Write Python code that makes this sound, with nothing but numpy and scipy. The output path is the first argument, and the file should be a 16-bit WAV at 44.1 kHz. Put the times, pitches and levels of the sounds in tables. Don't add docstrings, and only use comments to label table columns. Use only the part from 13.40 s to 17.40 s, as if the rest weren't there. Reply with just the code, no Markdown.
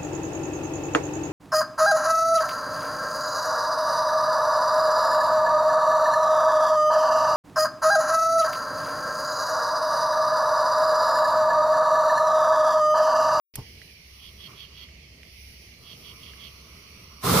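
import sys
import numpy as np
from scipy import signal
from scipy.fft import rfft, irfft, next_fast_len
from scipy.io import wavfile
from scipy.ndimage import uniform_filter1d, map_coordinates

SR = 44100
rng = np.random.default_rng(int(sys.argv[2]) if len(sys.argv) > 2 else 0)


def digitize_waveform(pressure):
    field = np.atleast_2d(pressure).T
    bounded = np.clip(field, -1, 1)
    quanta = np.round(bounded * 32767).astype(np.int16)
    wavfile.write(sys.argv[1], SR, quanta)


N = 176400

# f/Hz, correlation
LOUD_COHERENCE = [(100, .98), (300, .9), (480, .7), (700, .2), (1150, .8), (2400, .35), (5000, .05),
                  (12000, -.1)]
QUIET_COHERENCE = [(100, .98), (400, 0.88), (750, 0.18), (1200, 0.54), (2400, -0.13), (12000, -0.0068)]
# f/Hz, left minus right/dB
LOUD_PAN = [(60, -0.5), (400, -1), (700, -8.5), (1250, -0.5), (2400, -8.5), (4400, -3), (10000, -0.5)]
QUIET_PAN = [(60, -1), (110, 1), (200, -1.5), (380, -3.0), (690, -10), (1280, -6.5), (2370, -8), (4360, -3),
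             (8050, -3.5), (14800, 2.5)]
LOUD_FIELD, QUIET_FIELD = (LOUD_COHERENCE, LOUD_PAN), (QUIET_COHERENCE, QUIET_PAN)


def flare(churn_db=1.5, sputter_db=.75, roar_growth=1.18, gas_growth=.88, catch_s=3.837, rise_s=.0026):
    # t/s, level/dB
    opening = [(3.812, -59), (3.832, -37), (3.843, -27), (3.872, -24), (3.94, -21.5), (3.96, -20),
               (4.0, -20)]
    # f/Hz, level/dB
    roar_tone = [(25, -39.5), (50, -21), (90, -5), (135, -2), (170, 0.5), (205, -6), (235, -3),
                 (275, -11.5), (430, -7.5), (540, -11.5), (680, -18), (900, -20.5), (1300, -46),
                 (2000, -73)]
    tube_tone = [(500, -15), (930, -12.5), (1030, -0.5), (1100, -4.5), (1172, 2.5), (1230, -6.5),
                 (1320, -3.5), (1550, -17.5), (2500, -35)]
    gas_tone = [(940, -31), (1600, 0), (1730, -3.5), (2030, -1), (2870, -5), (3540, -0.5), (5620, -2),
                (6180, -5), (7250, -5.5), (11700, -4), (15300, -6)]
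    flow_db = curve(opening)
    full_db = flow_db.max()
    below_db = flow_db - full_db
    caught = .5 + .5 * np.tanh((clock() - catch_s) / rise_s)
    roar_db = full_db + roar_growth * below_db - .5 + churn_db * wobble(90)
    roar = caught * amp(roar_db) * noise(roar_tone, *LOUD_FIELD)
    tube = amp(flow_db - 3.5 + .65 * wobble(120)) * noise(tube_tone, *LOUD_FIELD)
    gas_db = full_db + gas_growth * below_db - 6.5 + sputter_db * wobble(700)
    gas = amp(gas_db) * noise(gas_tone, *LOUD_FIELD)
    return (roar + tube + echoes(gas, wet_db=-1.5)) * (clock() > opening[0][0])


def idle_flame():
    # t/s, relative level/dB
    flutter_levels = [(0.28, -60.5), (0.36, -55.5), (0.77, -65), (1.15, -53.5), (1.19, -59.5),
                      (1.87, -58.5), (1.9, -64), (2.32, -60), (2.43, -56), (2.49, -60.5), (2.52, -55.5),
                      (2.97, -56.5), (2.99, -58), (3.78, -57.5)]
    tube_levels = [(0.28, -80), (0.62, -78.5), (0.82, -66), (0.95, -71), (1.06, -68), (1.09, -54),
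                   (1.17, -60), (1.29, -69), (1.43, -63), (1.58, -80), (1.82, -73), (2.05, -91.5),
                   (2.32, -81.5), (2.45, -62.5), (2.56, -68.5), (2.68, -62), (3.58, -63), (3.78, -59)]
    jet_levels = [(0.25, -61), (0.6, -63.5), (0.7, -60.5), (0.9, -61.5), (1.05, -62), (1.13, -65),
                  (1.6, -71), (1.8, -67), (2.0, -58), (2.28, -63), (2.4, -64), (2.6, -58.5), (3.2, -62),
                  (3.78, -62)]
    # f/Hz, level/dB
    flutter_tone = [(25, -26), (50, -38), (85, -2.5), (130, 0), (200, -3.5), (280, -10.5), (420, -9.5),
                    (560, -18.5), (640, -16), (740, -27), (1500, -50), (4000, -36)]
    tube_tone = [(400, -40), (800, -15.5), (1000, 0), (1170, 5), (1320, -1), (1550, -11.5), (2500, -52)]
    jet_tone = [(1500, -14), (3000, -5.5), (5800, 11.5), (7200, -30), (8600, -9.5), (9600, 6.5), (10500, 0),
                (12600, 0.5), (15200, 0.5)]
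    flutter = amp(curve(flutter_levels) + 2 + 1.42 * wobble(21.92)) * noise(flutter_tone, *QUIET_FIELD)
    tube = amp(curve(tube_levels) - 1 + 1.4 * wobble(25.17)) * noise(tube_tone, *QUIET_FIELD)
    jet = amp(curve(jet_levels) + 1 + .83 * wobble(30.36)) * noise(jet_tone, *QUIET_FIELD)
    return flutter + tube + echoes(jet, wet_db=-2)


def ignition(catch_s=.1868, push_hz=125, push_db=-24.5, puff_db=-36, puff_rise_s=.095, puff_t60=.17):
    # t/s, level/dB
    snaps = [(.1557, -28.5), (0.1584, -34.5)]
    # f/Hz, level/dB, t60/s
    metal_modes = [(5270, -22, .32), (11080, -34, .32), (4500, -18, .05)]
    # f/Hz, level/dB
    snap_tone = [(700, -27.5), (1700, -2), (3000, -4), (5200, -3.5), (9000, 2.5), (11500, 6.5), (15000, -7)]
    puff_tone = [(40, 6.5), (130, 3), (250, -6), (480, -4.5), (650, -17), (900, -7.5), (1400, -23.5),
                 (3000, -36)]
    snap = sum(amp(db) * decay(s, t60=.016) for s, db in snaps) * noise(snap_tone, *LOUD_FIELD)
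    strike_s, strike_db = snaps[0]
    metal = amp(strike_db) * ring(metal_modes, strike_s)
    age = clock() - catch_s
    swell = amp(puff_db - 60 * np.maximum(-age / puff_rise_s, age / puff_t60))
    push = -ring([(push_hz, push_db, .066)], catch_s)
    return scatter(snap, wet_db=-19.5, t60=.16) + metal + push + swell * noise(puff_tone, *LOUD_FIELD)


def whistle(width_hz=80):
    # t/s, f/Hz, level/dB
    course = [(2.9, 5690, -85), (3.12, 5800, -67), (3.5, 5720, -63), (3.65, 5740, -59.5), (3.82, 5580, -57)]
    pitch = curve([(s, hz) for s, hz, db in course])
    gain = amp(curve([(s, db) for s, hz, db in course])) * (clock() > course[0][0])
    phase = 2 * np.pi * np.cumsum(pitch) / SR
    tone = [wobble(2 * width_hz) * np.sin(phase) + wobble(2 * width_hz) * np.cos(phase)
            for ear in range(2)]
    return panned(unit(np.array(tone)) * gain, pan_db=-8)


def katydid(stroke_s=.115, teeth_per_s=175, speed_up=.3, jitter=.14, detune=.013, attack_s=.0003):
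    # end t/s, level/dB
    strokes = [(.895, -46.5), (1.076, -46), (1.254, -44.5), (1.440, -45), (2.538, -46.5), (2.720, -46),
               (2.906, -47), (3.083, -44.5)]
    # f/Hz, level/dB, t60/s
    wing_modes = [(2820, -19, 0.0063), (3033, -4, 0.014), (3213, -5.5, .012), (3318, -2.5, 0.027),
                  (3550, -19, .03), (3920, -31, .01), (4500, -9, 0.028), (5400, -36, .005)]
    # f/Hz, level/dB
    click_tone = [(1400, -40), (2200, -24), (3500, -9), (5700, 14), (7200, -30), (8600, -20), (9700, 0),
                  (12000, 4.5), (15200, 6)]
    swell_s, swell_db = .045, 15.5
    sag_s, sag_share = .034, .039
    rasp, clicks = np.zeros(N), np.zeros(N)
    t = np.arange(SR // 25) / SR
    even_ages = np.arange(40) / teeth_per_s
    speed = 1 + speed_up * even_ages / stroke_s
    for end, db in strokes:
        ages = np.cumsum((1 + jitter * rng.standard_normal(len(speed))) / teeth_per_s / speed)
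        for age, (force, tune) in zip(ages[ages < stroke_s], rng.standard_normal((len(speed), 2))):
            size = amp(db - swell_db * max(1 - age / swell_s, 0) + 2.0 * force)
            pitch = 1 + detune * tune - sag_share * max(1 - (stroke_s - age) / sag_s, 0)
            tooth = sum(amp(level - 60 * t / t60) * np.sin(2 * np.pi * hz * pitch * t)
                        for hz, level, t60 in wing_modes)
            at = round((end - stroke_s + age) * SR)
            rasp[at:][:len(t)] += size * tooth * (1 - np.exp(-t / attack_s))
            clicks[at] += size
    treble = scatter(shaped(clicks, click_tone), wet_db=6, t60=.07)
    return panned(scatter(rasp, wet_db=1.5, t60=.098), pan_db=-9) + treble


def ticks(crack_db=-10, crack_t60=.0083):
    # t/s, level/dB, f/Hz, t60/s
    events = [(.417, -36.5, 1960, 0.037), (1.488, -47, 2160, .02), (1.8325, -35, 2420, 0.013),
              (2.936, -41.5, 1680, 0.018)]
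    # frequency ratio, level/dB, t60 ratio
    mode_ratios = [(.88, -12, 0.65), (1, -3.5, 0.82), (1.14, -9.5, 0.84), (1.42, -18, .5)]
    # f/Hz, gain/dB
    tone = [(500, -20), (1100, -18), (1600, -1.5), (3000, 1), (6000, -5), (14000, -9)]
    strikes = np.zeros(N)
    for start, db, hz, t60 in events:
        modes = [(ratio * hz, level, share * t60) for ratio, level, share in mode_ratios]
        crack = amp(crack_db) * decay(start, crack_t60) * rng.standard_normal(N)
        strikes += amp(db) * (ring(modes, start) + crack)
    return panned(scatter(shaped(strikes, tone), wet_db=-7, t60=.063), pan_db=-12)


def insect_chorus(level_db=-55, drift_db=.5, shimmer_db=.36, patchy_db=2.1):
    # f/Hz, level/dB
    tone = [(700, -17), (1400, -19.5), (1750, -12), (2050, -1), (2270, 1.5), (2550, -2.5), (2900, 0),
            (3700, -11), (4500, -2.5), (4950, -6), (5400, -8), (6200, -11), (7200, -24), (9000, -54)]
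    # t/s, gain/dB
    swell = [(.2, .5), (.7, -1.1), (1.1, -0.5), (1.3, 1), (1.6, -1.1), (1.85, -1), (2.1, 1), (2.38, -1.5),
             (2.7, 0), (3.3, 0.4), (3.8, -1.5)]
    spectrogram = signal.stft(noise(tone, *QUIET_FIELD), nperseg=512)[2]
    voices = uniform_filter1d(rng.standard_normal(spectrogram.shape[1:]), size=4, axis=0)
    voices = uniform_filter1d(voices, size=24, axis=1)
    chorus = signal.istft(spectrogram * amp(patchy_db * unit(voices)), nperseg=512)[1][:, :N]
    return amp(level_db + curve(swell) + drift_db * wobble(12) + shimmer_db * wobble(300)) * chorus


def drone(pitch_hz=66.7, wander_hz=3.66, swing_db=2.1, hum_db=-58, rumble_db=-55.5):
    # f/Hz, level/dB
    tone = [(25, -11), (45, -21), (57, 7), (66, 5), (76, 0.5), (100, -2.5), (250, -55)]
    hum = np.sqrt(2) * np.sin(2 * np.pi * np.cumsum(pitch_hz + wander_hz * wobble(14)) / SR)
    swing = amp(swing_db * wobble(8.3))
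    return swing * (amp(hum_db) * hum + amp(rumble_db) * noise(tone, *QUIET_FIELD))


def echoes(x, wet_db, spread_s=.06):
    delays, sizes = spread_s * rng.random((2, 12)), rng.standard_normal((2, 12))
    response = np.array([np.bincount((delay * SR).astype(int), size / np.linalg.norm(size), SR // 4)
                         for delay, size in zip(delays, sizes)])
    return x + amp(wet_db) * signal.fftconvolve(x, response, axes=1)[:, :N]


def scatter(x, wet_db, t60):
    tail = (rng.standard_normal((2, N)) * decay(0, t60))[:, :SR // 2]
    tail /= np.linalg.norm(tail[0])
    return x + amp(wet_db) * signal.fftconvolve(np.atleast_2d(x), tail, axes=1)[:, :N]


def noise(tone, coherence, pan):
    def response(hz):
        angle = np.arccos(np.clip(along(coherence, hz), -1, 1)) / 2
        return amp(along(tone, hz)) * [np.cos(angle), np.sin(angle)] / np.maximum(np.cos(angle), .5)
    mid, side = filtered(rng.standard_normal((2, N)), response)
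    pair = filtered(np.array([mid + side, mid - side]), lambda hz: panned(1, along(pan, hz)))
    return pair / pair.mean(0).std()


def ring(modes, start):
    age = clock() - start
    return sum(amp(db) * decay(start, t60) * np.sin(2 * np.pi * hz * age) for hz, db, t60 in modes)


def decay(start, t60):
    age = clock() - start
    return (age >= 0) * amp(-60 * np.maximum(age, 0) / t60)


def panned(x, pan_db):
    return x * amp(np.array([[.5], [-.5]]) * pan_db)


def shaped(x, tone):
    return filtered(x, lambda hz: amp(along(tone, hz)))


def filtered(x, response):
    size = next_fast_len(N + SR // 2)
    return irfft(rfft(x, size) * response(np.fft.rfftfreq(size, 1 / SR)), size)[..., :N]


def wobble(rate):
    return map_coordinates(rng.standard_normal(int(N * rate / SR) + 4), [clock() * rate], mode="nearest")


def curve(rows):
    return np.interp(clock(), *np.transpose(rows))


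def along(points, hz):
    freqs, values = np.transpose(points)
    return np.interp(np.log(hz + 1), np.log(freqs + 1), values)


def clock():
    return np.arange(N) / SR


def unit(x):
    return x / np.sqrt(np.mean(x ** 2) + 1e-20)


def amp(db):
    return 10 ** (np.asarray(db) / 20)


def scene():
    torch = idle_flame() + whistle() + flare() + ignition()
    return torch + katydid() + ticks() + insect_chorus() + drone()


def record(dry):
    start_s, top_hz = .139, 15500
    return filtered(dry * (clock() > start_s), lambda hz: hz < top_hz)


dry = scene()
out = record(dry)
digitize_waveform(out)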